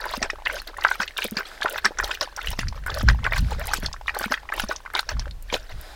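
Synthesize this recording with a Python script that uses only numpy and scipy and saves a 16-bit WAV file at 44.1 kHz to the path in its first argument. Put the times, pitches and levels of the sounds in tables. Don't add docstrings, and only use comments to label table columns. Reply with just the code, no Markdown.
import sys
import numpy as np
from scipy import signal
from scipy.fft import rfft, irfft, next_fast_len
from scipy.io import wavfile
from scipy.ndimage import uniform_filter1d

SR = 44100
rng = np.random.default_rng(int(sys.argv[2]) if len(sys.argv) > 2 else 0)


def master(y):
    cut = np.clip(np.atleast_2d(y).T, -1, 1)
    pcm = np.round(cut * 32767)
    wavfile.write(sys.argv[1], SR, pcm.astype(np.int16))


N = 262783
TIME_S = np.arange(N) / SR
SLOW_S = np.arange(0, N + 16, 16) / SR
CUTOFF_HZ = 16000

# (start [s], length [s], mid-lap slosh [dB], mid-lap spray [dB])
LAPS = [(0.0, 0.17, -37.5, -43), (0.451, 0.15, -40, -43.5), (0.765, 0.19, -41, -45.5),
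        (1.17, 0.086, -40, -39), (1.603, 0.19, -40.5, -46.5), (1.981, 0.17, -37, -45),
        (2.366, .17, -42.5, -44.5), (2.859, .16, -37.5, -43.5), (3.307, .085, -36, -39),
        (3.581, 0.2, -41, -41.5), (4.139, .11, -35.5, -42.5), (4.516, .125, -41, -42),
        (4.935, 0.061, -35, -44.5)]


def from_db(db):
    return 10 ** (np.asarray(db) / 20)


def unit_rms(x):
    return x / np.sqrt(np.mean(x ** 2) + 1e-20)


def gain_at(spectrum, hz):
    points_hz, db = np.transpose(spectrum)
    return from_db(np.interp(np.log(hz + 1e-9), np.log(points_hz), db))


def band(x, low_hz, high_hz):
    return signal.sosfilt(signal.butter(2, [low_hz, high_hz], "band", fs=SR, output="sos"), x)


def lowpass(x, hz):
    return signal.sosfilt(signal.butter(2, hz, fs=SR, output="sos"), x)


def noise(spectrum):
    size = next_fast_len(N)
    hz = np.fft.rfftfreq(size, 1 / SR) + 1
    rolloff = 1 / (1 + (spectrum[0][0] / hz) ** 6 + (hz / spectrum[-1][0]) ** 6)
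    white = rfft(rng.standard_normal(size))
    return unit_rms(irfft(white * gain_at(spectrum, hz) * rolloff, size)[:N])


def steady(x, span_s):
    return x / np.sqrt(np.abs(uniform_filter1d(x ** 2, int(span_s * SR))) + 1e-9)


def add(track, s, sound):
    i = int(np.clip(s * SR, 0, N - 1))
    track[i:i + len(sound)] += sound[:N - i]


def ring(hz, length_s, attack_s, glide):
    t = np.arange(int(3 * length_s * SR) + 2) / SR
    swell = (1 - np.exp(-t / attack_s)) * np.exp(-(t / length_s) ** 2)
    pitch_hz = hz * np.exp(glide * (np.tanh(t / length_s) - .5))
    return swell / swell.max() * np.sin(2 * np.pi * np.cumsum(pitch_hz) / SR)


def droplet(hz, cycles):
    return ring(hz, cycles / hz, attack_s=1 / hz, glide=.08 * rng.standard_normal())


def tear(low_hz, high_hz, decay_s):
    t = np.arange(SR // 20) / SR
    jerks = np.exp(.7 * unit_rms(uniform_filter1d(rng.standard_normal(len(t)), SR // 700)))
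    swell = np.sqrt(t) * np.exp(-t / decay_s)
    burst = band(rng.standard_normal(len(t)) * jerks * swell, low_hz, high_hz)
    return burst / np.abs(burst).max()


def strays(level_db, overrun_s, per_lap, hz=0, octaves=0, spread_db=3):
    rows = []
    for start_s, length_s, *_ in LAPS:
        for k, (when, size, pitch) in enumerate(rng.random((per_lap, 3))):
            s = start_s + (k + when) / per_lap * (length_s + overrun_s)
            rows.append((s, level_db + spread_db * (2 * size - 1), hz * 2 ** (octaves * (pitch - .5))))
    return rows


def still_air(level_db=-56.5):
    # (frequency [Hz], level [dB])
    spectrum = [(60, -5), (800, -5), (2000, -11), (9000, -21), (18000, -22)]
    return from_db(level_db) * noise(spectrum)


def breeze(calm_db=-40, rise_s=.057, fall_s=.069):
    # (time [s], level [dB])
    base_curve = [(0.0, -40.5), (0.63, -42.5), (1.16, -49.5), (2.44, -46.5), (2.56, -36), (3.42, -27),
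                  (4.31, -45.5), (5.01, -47.5), (5.18, -31), (5.96, -44.5)]
    # (peak time [s], level [dB])
    gusts = [(0.25, -39), (0.6, -42), (2.03, -32), (2.498, -27.5), (2.66, -25.5), (3.091, -12),
             (3.422, -17.5), (3.55, -29), (3.84, -30), (4.62, -30.5), (5.168, -24.5), (5.76, -32.5)]
    # (frequency [Hz], level [dB])
    spectrum = [(16, -6), (45, 0), (62, 0), (80, -7), (120, -11), (220, -24), (500, -52)]
    gust_gain = 0
    for s, db in gusts:
        age_s = SLOW_S - s
        slope = 2 * age_s / np.where(age_s < 0, rise_s, fall_s)
        gust_gain = np.hypot(gust_gain, from_db(db) / np.cosh(np.clip(slope, -20, 20)))
    base_gain = from_db(np.interp(TIME_S, *np.transpose(base_curve)))
    gain = np.hypot(base_gain, np.interp(TIME_S, SLOW_S, gust_gain))
    deep = unit_rms(lowpass(noise(spectrum), hz=24))
    brightness = np.clip((20 * np.log10(gain) - calm_db) / 20, .1, 1)
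    return gain * steady((1 - brightness) * deep + brightness * noise(spectrum), span_s=.041)


def cabin(x, wet_db=-15, t60_s=.07, delay_s=.004):
    t = np.arange(SR // 4) / SR
    decay = from_db(-60 * t / t60_s) * (t > delay_s)
    tail = band(rng.standard_normal(len(t)) * decay, 180, 13500)
    return x + from_db(wet_db) * signal.fftconvolve(x, tail / np.linalg.norm(tail))[:N]


def snuffs(ramp_s=.14):
    # (start [s], end [s], level at full flow [dB])
    breaths = [(1.417, 1.66, -43.5), (3.345, 3.645, -46), (5.695, 6.068, -46)]
    # (frequency [Hz], level [dB])
    spectrum = [(200, -8), (450, -3), (820, 1), (1150, -7), (1500, 0), (2900, -12), (4000, -4), (4400, -11),
                (5000, -6), (5700, -16), (16000, -22)]
    gain = np.zeros(N)
    for start_s, end_s, db in breaths:
        flow = np.clip(np.minimum(TIME_S - start_s, end_s - TIME_S) / ramp_s, 0, 1)
        gain += from_db(db) * flow
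    return gain * noise(spectrum)


def drips(min_db=-38, range_db=12, centre_hz=1300, octaves=1.34, cycles=2.1, end_s=5.3, count=130):
    out = np.zeros(N)
    tears = [tear(600, 3200, decay_s=.002) for _ in range(12)]
    for k, (when, size, pitch) in enumerate(rng.random((count, 3))):
        s = (k + when) / count * end_s
        peak = from_db(min_db + range_db * size)
        hz = centre_hz * 2 ** (octaves * (pitch - .5))
        add(out, s, peak * ring(hz, cycles / hz, attack_s=1 / hz, glide=.24))
        add(out, s, peak * from_db(-8) * tears[k % len(tears)])
    return out


def gurgles(glide=.225, churn_hz=70):
    # (start [s], length [s], level [dB], pitch [Hz])
    fills = [(0.51, 0.072, -35.5, 582), (1.68, 0.11, -37, 558), (2.93, 0.096, -37, 590),
             (3.58, 0.045, -36, 570), (3.675, 0.039, -32, 853)]
    out = np.zeros(N)
    for s, length_s, db, hz in fills:
        progress = np.linspace(0, 1, int(length_s * SR))
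        complex_noise = [1, 1j] @ rng.standard_normal((2, SR // 2))
        churn = lowpass(complex_noise, churn_hz)[-len(progress):]
        pitch_hz = hz * np.exp(glide * (progress - .5))
        note = churn * np.exp(2j * np.pi * np.cumsum(pitch_hz) / SR)
        add(out, s, from_db(db) * np.sin(np.pi * progress) * unit_rms(note.real))
    return out


def gulps(pitch_hz=222, knock_db=-9):
    # (time [s], level [dB], ring length [s])
    swallows = [(0.176, -27, 0.012), (0.217, -30.5, 0.018), (0.998, -31, 0.012), (1.252, -31, 0.014),
                (1.320, -25, 0.017), (1.368, -27, 0.0081), (1.848, -34.5, 0.029), (2.589, -20.5, 0.0041),
                (3.032, -20, 0.011), (3.784, -28.5, 0.0049), (3.830, -26.5, .008), (4.21, -35, 0.012),
                (4.26, -25, 0.012), (4.306, -29.5, 0.022), (4.636, -25.5, .012)]
    out = np.zeros(N)
    for (s, db, length_s), detune in zip(swallows, rng.normal(1, .05, len(swallows))):
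        add(out, s, from_db(db) * ring(pitch_hz / detune, length_s, attack_s=.00037, glide=.052))
        add(out, s, from_db(db + knock_db) * tear(340, 560, decay_s=.0013))
    return out


def movement(start_s, hold_s, attack_s, release_s):
    lead_db, lead_s = -14, .03
    settle_db, settle_s = -16.5, .1
    age_s = SLOW_S - start_s
    after_s = np.maximum(age_s - hold_s, 0)
    lead = from_db(lead_db) * np.exp(np.minimum(age_s, 0) / lead_s)
    settle = from_db(settle_db) * np.exp(-after_s / settle_s)
    rise = np.maximum(np.clip(age_s / attack_s, 0, 1), lead)
    return rise * np.maximum(np.exp(-after_s / release_s), settle)


def stirring(slosh_sag_db=5, spray_rise_db=15):
    # (time [s], slosh [dB], spray [dB])
    squelches = [(0.217, -28, -36.5), (0.67, -40.5, -49), (0.999, -29, -32.5), (1.366, -29.5, -34),
                 (1.453, -43.5, -41), (1.844, -31, -37), (2.211, -31, -34.5), (2.586, -37.5, -36),
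                 (2.753, -46.5, -51.5), (3.078, -30.5, -35), (3.241, -29, -43), (3.505, -35, -40.5),
                 (3.827, -33.5, -40.5), (4.069, -53, -41.5), (4.308, -29, -36), (4.698, -33.5, -38),
                 (5.09, -34, -40), (5.196, -46, -49), (5.525, -28, -30.5), (5.693, -42.5, -46.5)]
    power = np.zeros((2, len(SLOW_S)))
    for s, length_s, slosh_db, spray_db in LAPS:
        lift = np.clip((SLOW_S - s) / length_s, 0, 1) - .5
        gains = from_db([slosh_db - slosh_sag_db * lift, spray_db + spray_rise_db * lift])
        power += (gains * movement(s, length_s, attack_s=.004, release_s=.004)) ** 2
    for s, slosh_db, spray_db in squelches:
        gains = from_db([[slosh_db], [spray_db]])
        power += (gains * movement(s, hold_s=.025, attack_s=.0017, release_s=.016)) ** 2
    return [np.interp(TIME_S, SLOW_S, gain) for gain in np.sqrt(power)]


def bubbles(spectrum, per_s, spread_db, sizes=60):
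    out = np.zeros(N)
    pitches_hz = np.geomspace(spectrum[0][0], min(spectrum[-1][0], CUTOFF_HZ), sizes)
    shares = np.minimum(1, 5000 / pitches_hz)
    for hz, share in zip(pitches_hz, shares / shares.sum()):
        grain = droplet(hz, cycles=6 * np.sqrt(hz / 1000))
        grain *= gain_at(spectrum, hz) * np.sqrt(hz / share / np.sum(grain ** 2))
        births_s = rng.uniform(0, N / SR, int(per_s * share * N / SR))
        gains = from_db(spread_db * np.minimum(rng.exponential(1, len(births_s)), 4))
        for s, gain in zip(births_s, gains):
            add(out, s, gain * grain)
    return unit_rms(steady(out, span_s=.04) + .3 * noise(spectrum))


def water():
    # (frequency [Hz], level [dB])
    slosh_spectrum = [(260, -4), (550, 9), (1100, 2.5), (1550, 12), (2100, 6.5), (2900, -29.5)]
    spray_spectrum = [(2300, 0), (3800, 0), (5200, -3), (6500, -9), (8200, -17), (16500, -18)]
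    slosh_gain, spray_gain = stirring()
    slosh = bubbles(slosh_spectrum, per_s=1400, spread_db=5)
    spray = bubbles(spray_spectrum, per_s=3000, spread_db=5.5)
    return slosh_gain * slosh + spray_gain * spray


def ticks():
    # (time [s], level [dB])
    bursts = [(0.6738, -24.5), (1.177, -17.5), (1.242, -13), (1.31, -18.5), (1.698, -21), (1.7254, -24.5),
              (1.857, -23), (2.0414, -25), (2.471, -28), (2.504, -20.5), (2.863, -24.5), (3.379, -23),
              (3.6697, -18.5), (3.7397, -14), (4.1892, -13), (4.204, -28), (4.331, -28), (4.6005, -18.5),
              (5.425, -27.5), (5.812, -26)]
    out = np.zeros(N)
    for s, db, *_ in bursts + strays(level_db=-29, overrun_s=.02, per_lap=4):
        add(out, s, from_db(db) * tear(7500, 16500, decay_s=.0014))
    return out


def smacks(ring_db=-2, tear_db=-6, shower_db=-7, shower_s=.0054, drops=5):
    # (time [s], level [dB], pitch [Hz])
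    snaps = [(0.136, -22, 4120), (0.227, -13, 5440), (0.303, -18.5, 5340), (0.456, -21.5, 3770),
             (0.6748, -25.5, 3840), (0.839, -18.5, 3020), (1.0296, -21, 5700), (1.078, -22, 3300),
             (1.17, -22.5, 3500), (1.18, -16.5, 3130), (1.2415, -27, 3550), (1.264, -24.6, 3670),
             (1.3694, -15, 4650), (1.6129, -22.5, 3350), (1.629, -15.5, 3700), (1.7796, -19.5, 3680),
             (1.847, -16.5, 5880), (1.853, -7.5, 5600), (1.9861, -18, 5850), (2.043, -15.5, 4100),
             (2.112, -15.5, 3100), (2.21, -11, 5150), (2.2268, -18.5, 5600), (2.3634, -23.5, 5720),
             (2.591, -18.5, 5100), (2.6835, -21, 4970), (3.087, -11, 5020), (3.242, -21, 3160),
             (3.736, -12.5, 5580), (3.8605, -13, 4520), (3.929, -21.5, 5100), (4.2334, -23, 4940),
             (4.3206, -20, 4940), (4.3404, -19, 3240), (4.5965, -13, 3030), (4.6868, -21, 5650),
             (4.7616, -21.5, 5740), (4.9506, -14.5, 3930), (4.992, -9, 3880), (5.0901, -17, 5400),
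             (5.195, -19.5, 5270), (5.3098, -29.5, 4020), (5.54, -11, 3270)]
    out = np.zeros(N)
    for s, db, hz in snaps + strays(level_db=-26, overrun_s=.0055, per_lap=2, hz=3720, octaves=.88):
        pocket = ring(hz, length_s=.0014, attack_s=.0005, glide=.1 * rng.standard_normal())
        add(out, s, from_db(db + ring_db) * pocket)
        add(out, s, from_db(db + tear_db) * tear(2000, 5800, decay_s=.002))
        for late, detune in zip(rng.random(drops), np.clip(rng.standard_normal(drops), -2, 2)):
            drop = droplet(hz * np.exp(.18 * detune), cycles=9)
            add(out, s + shower_s * late, from_db(db + shower_db) * (1 - late / 2) * drop)
    return out


def pops(attack_s=.00041, glide=.059, lower_db=-6, upper_db=-11, tear_db=-12, rebound_db=-6):
    # (time [s], main
    # note level [dB], pitch [Hz])
    loud_pockets = [(0.0405, -21, 1530), (0.1375, -18, 1064), (0.2266, -15, 1820), (0.248, -27, 1660),
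                    (0.2998, -15.5, 1875), (0.333, -28, 556), (0.385, -33.5, 870), (0.4611, -16.5, 1820),
                    (0.4692, -12, 2010), (0.498, -18, 1540), (0.7841, -24, 1060), (0.8484, -3, 1560),
                    (0.8658, -18, 1510), (0.8871, -19.5, 1490), (0.9131, -11, 1540), (1.0025, -15, 1480),
                    (1.0109, -30, 1390), (1.0187, -19, 1700), (1.0321, -21, 1960), (1.0785, -28, 2640),
                    (1.1873, -17.5, 1620), (1.2205, -17, 2780), (1.2484, -23, 525), (1.3697, -20, 1600),
                    (1.4065, -20, 1520), (1.6206, -15.5, 1620), (1.6476, -16, 750), (1.6577, -10.5, 1420),
                    (1.7584, -20, 1420), (1.783, -20, 1590), (1.8457, -13, 1450), (1.8545, -8.5, 1650),
                    (1.861, -9.5, 1800), (1.908, -28, 540), (1.9885, -15, 1480), (1.9995, -11.5, 1780),
                    (2.0375, -24.5, 736), (2.1132, -21, 1590), (2.2115, -19, 1074), (2.3801, -25.5, 1480),
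                    (2.4716, -17.5, 2930), (2.5907, -18.5, 1940), (2.631, -24, 1480), (2.8634, -22, 1520),
                    (2.8804, -22, 1500), (3.0856, -6.5, 1595), (3.0987, -14, 1930), (3.2527, -19, 1840),
                    (3.2644, -14, 1510), (3.2711, -18.5, 1100), (3.3217, -15, 1970), (3.334, -15.5, 2280),
                    (3.3661, -20, 1580), (3.518, -23, 860), (3.7345, -11.5, 1560), (3.9399, -28.5, 1075),
                    (4.0807, -13, 1920), (4.0929, -15, 1860), (4.1654, -24.5, 1065), (4.2096, -23.5, 550),
                    (4.2403, -17, 1430), (4.3206, -12, 1574), (4.3397, -14, 1910), (4.3753, -25, 1850),
                    (4.4896, -23.5, 1900), (4.5227, -15, 1640), (4.5977, -17, 1480), (4.6934, -23, 600),
                    (4.7113, -14, 1487), (4.8601, -25, 1500), (4.9513, -17.5, 975), (4.9614, -17, 1480),
                    (4.9918, -15.5, 1530), (5.0897, -21, 1650), (5.1145, -28, 1550), (5.268, -33.5, 550),
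                    (5.5, -26, 2330), (5.5275, -21, 480), (5.5402, -20, 552), (5.5513, -22, 485)]
    pockets = loud_pockets + strays(level_db=-24.5, overrun_s=.012, per_lap=3, hz=1410, octaves=1.71)
    out = np.zeros(N)
    for (s, db, hz), (slide, low, high, late) in zip(pockets, rng.random((len(pockets), 4))):
        length_s = 6.14 / np.sqrt(hz * 1500)
        main = ring(hz, length_s, attack_s, 2 * glide * slide)
        lower = ring(hz * (.58 + .2 * low), .8 * length_s, attack_s, glide)
        upper = ring(hz * (1.25 + .35 * high), length_s, attack_s, glide)
        rebound = ring(hz * (.792 + .69 * high), length_s, attack_s, glide)
        rebound_s = .002022 + .001308 * late
        add(out, s, from_db(db) * main)
        add(out, s, from_db(db + lower_db) * lower)
        add(out, s, from_db(db + upper_db) * upper)
        add(out, s, from_db(db + tear_db) * tear(650, 2600, decay_s=.0025))
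        add(out, s + rebound_s, from_db(db + rebound_db) * rebound)
    return out


def scene():
    dog = snuffs() + pops() + smacks() + ticks() + gulps() + gurgles() + water() + drips()
    return (cabin(dog) + breeze() + still_air())[None]


def record(dry):
    top_cut = signal.ellip(10, .1, 80, CUTOFF_HZ, fs=SR, output="sos")
    return signal.sosfilt(top_cut, np.clip(dry, -1, 1))


dry = scene()
out = record(dry)
master(out)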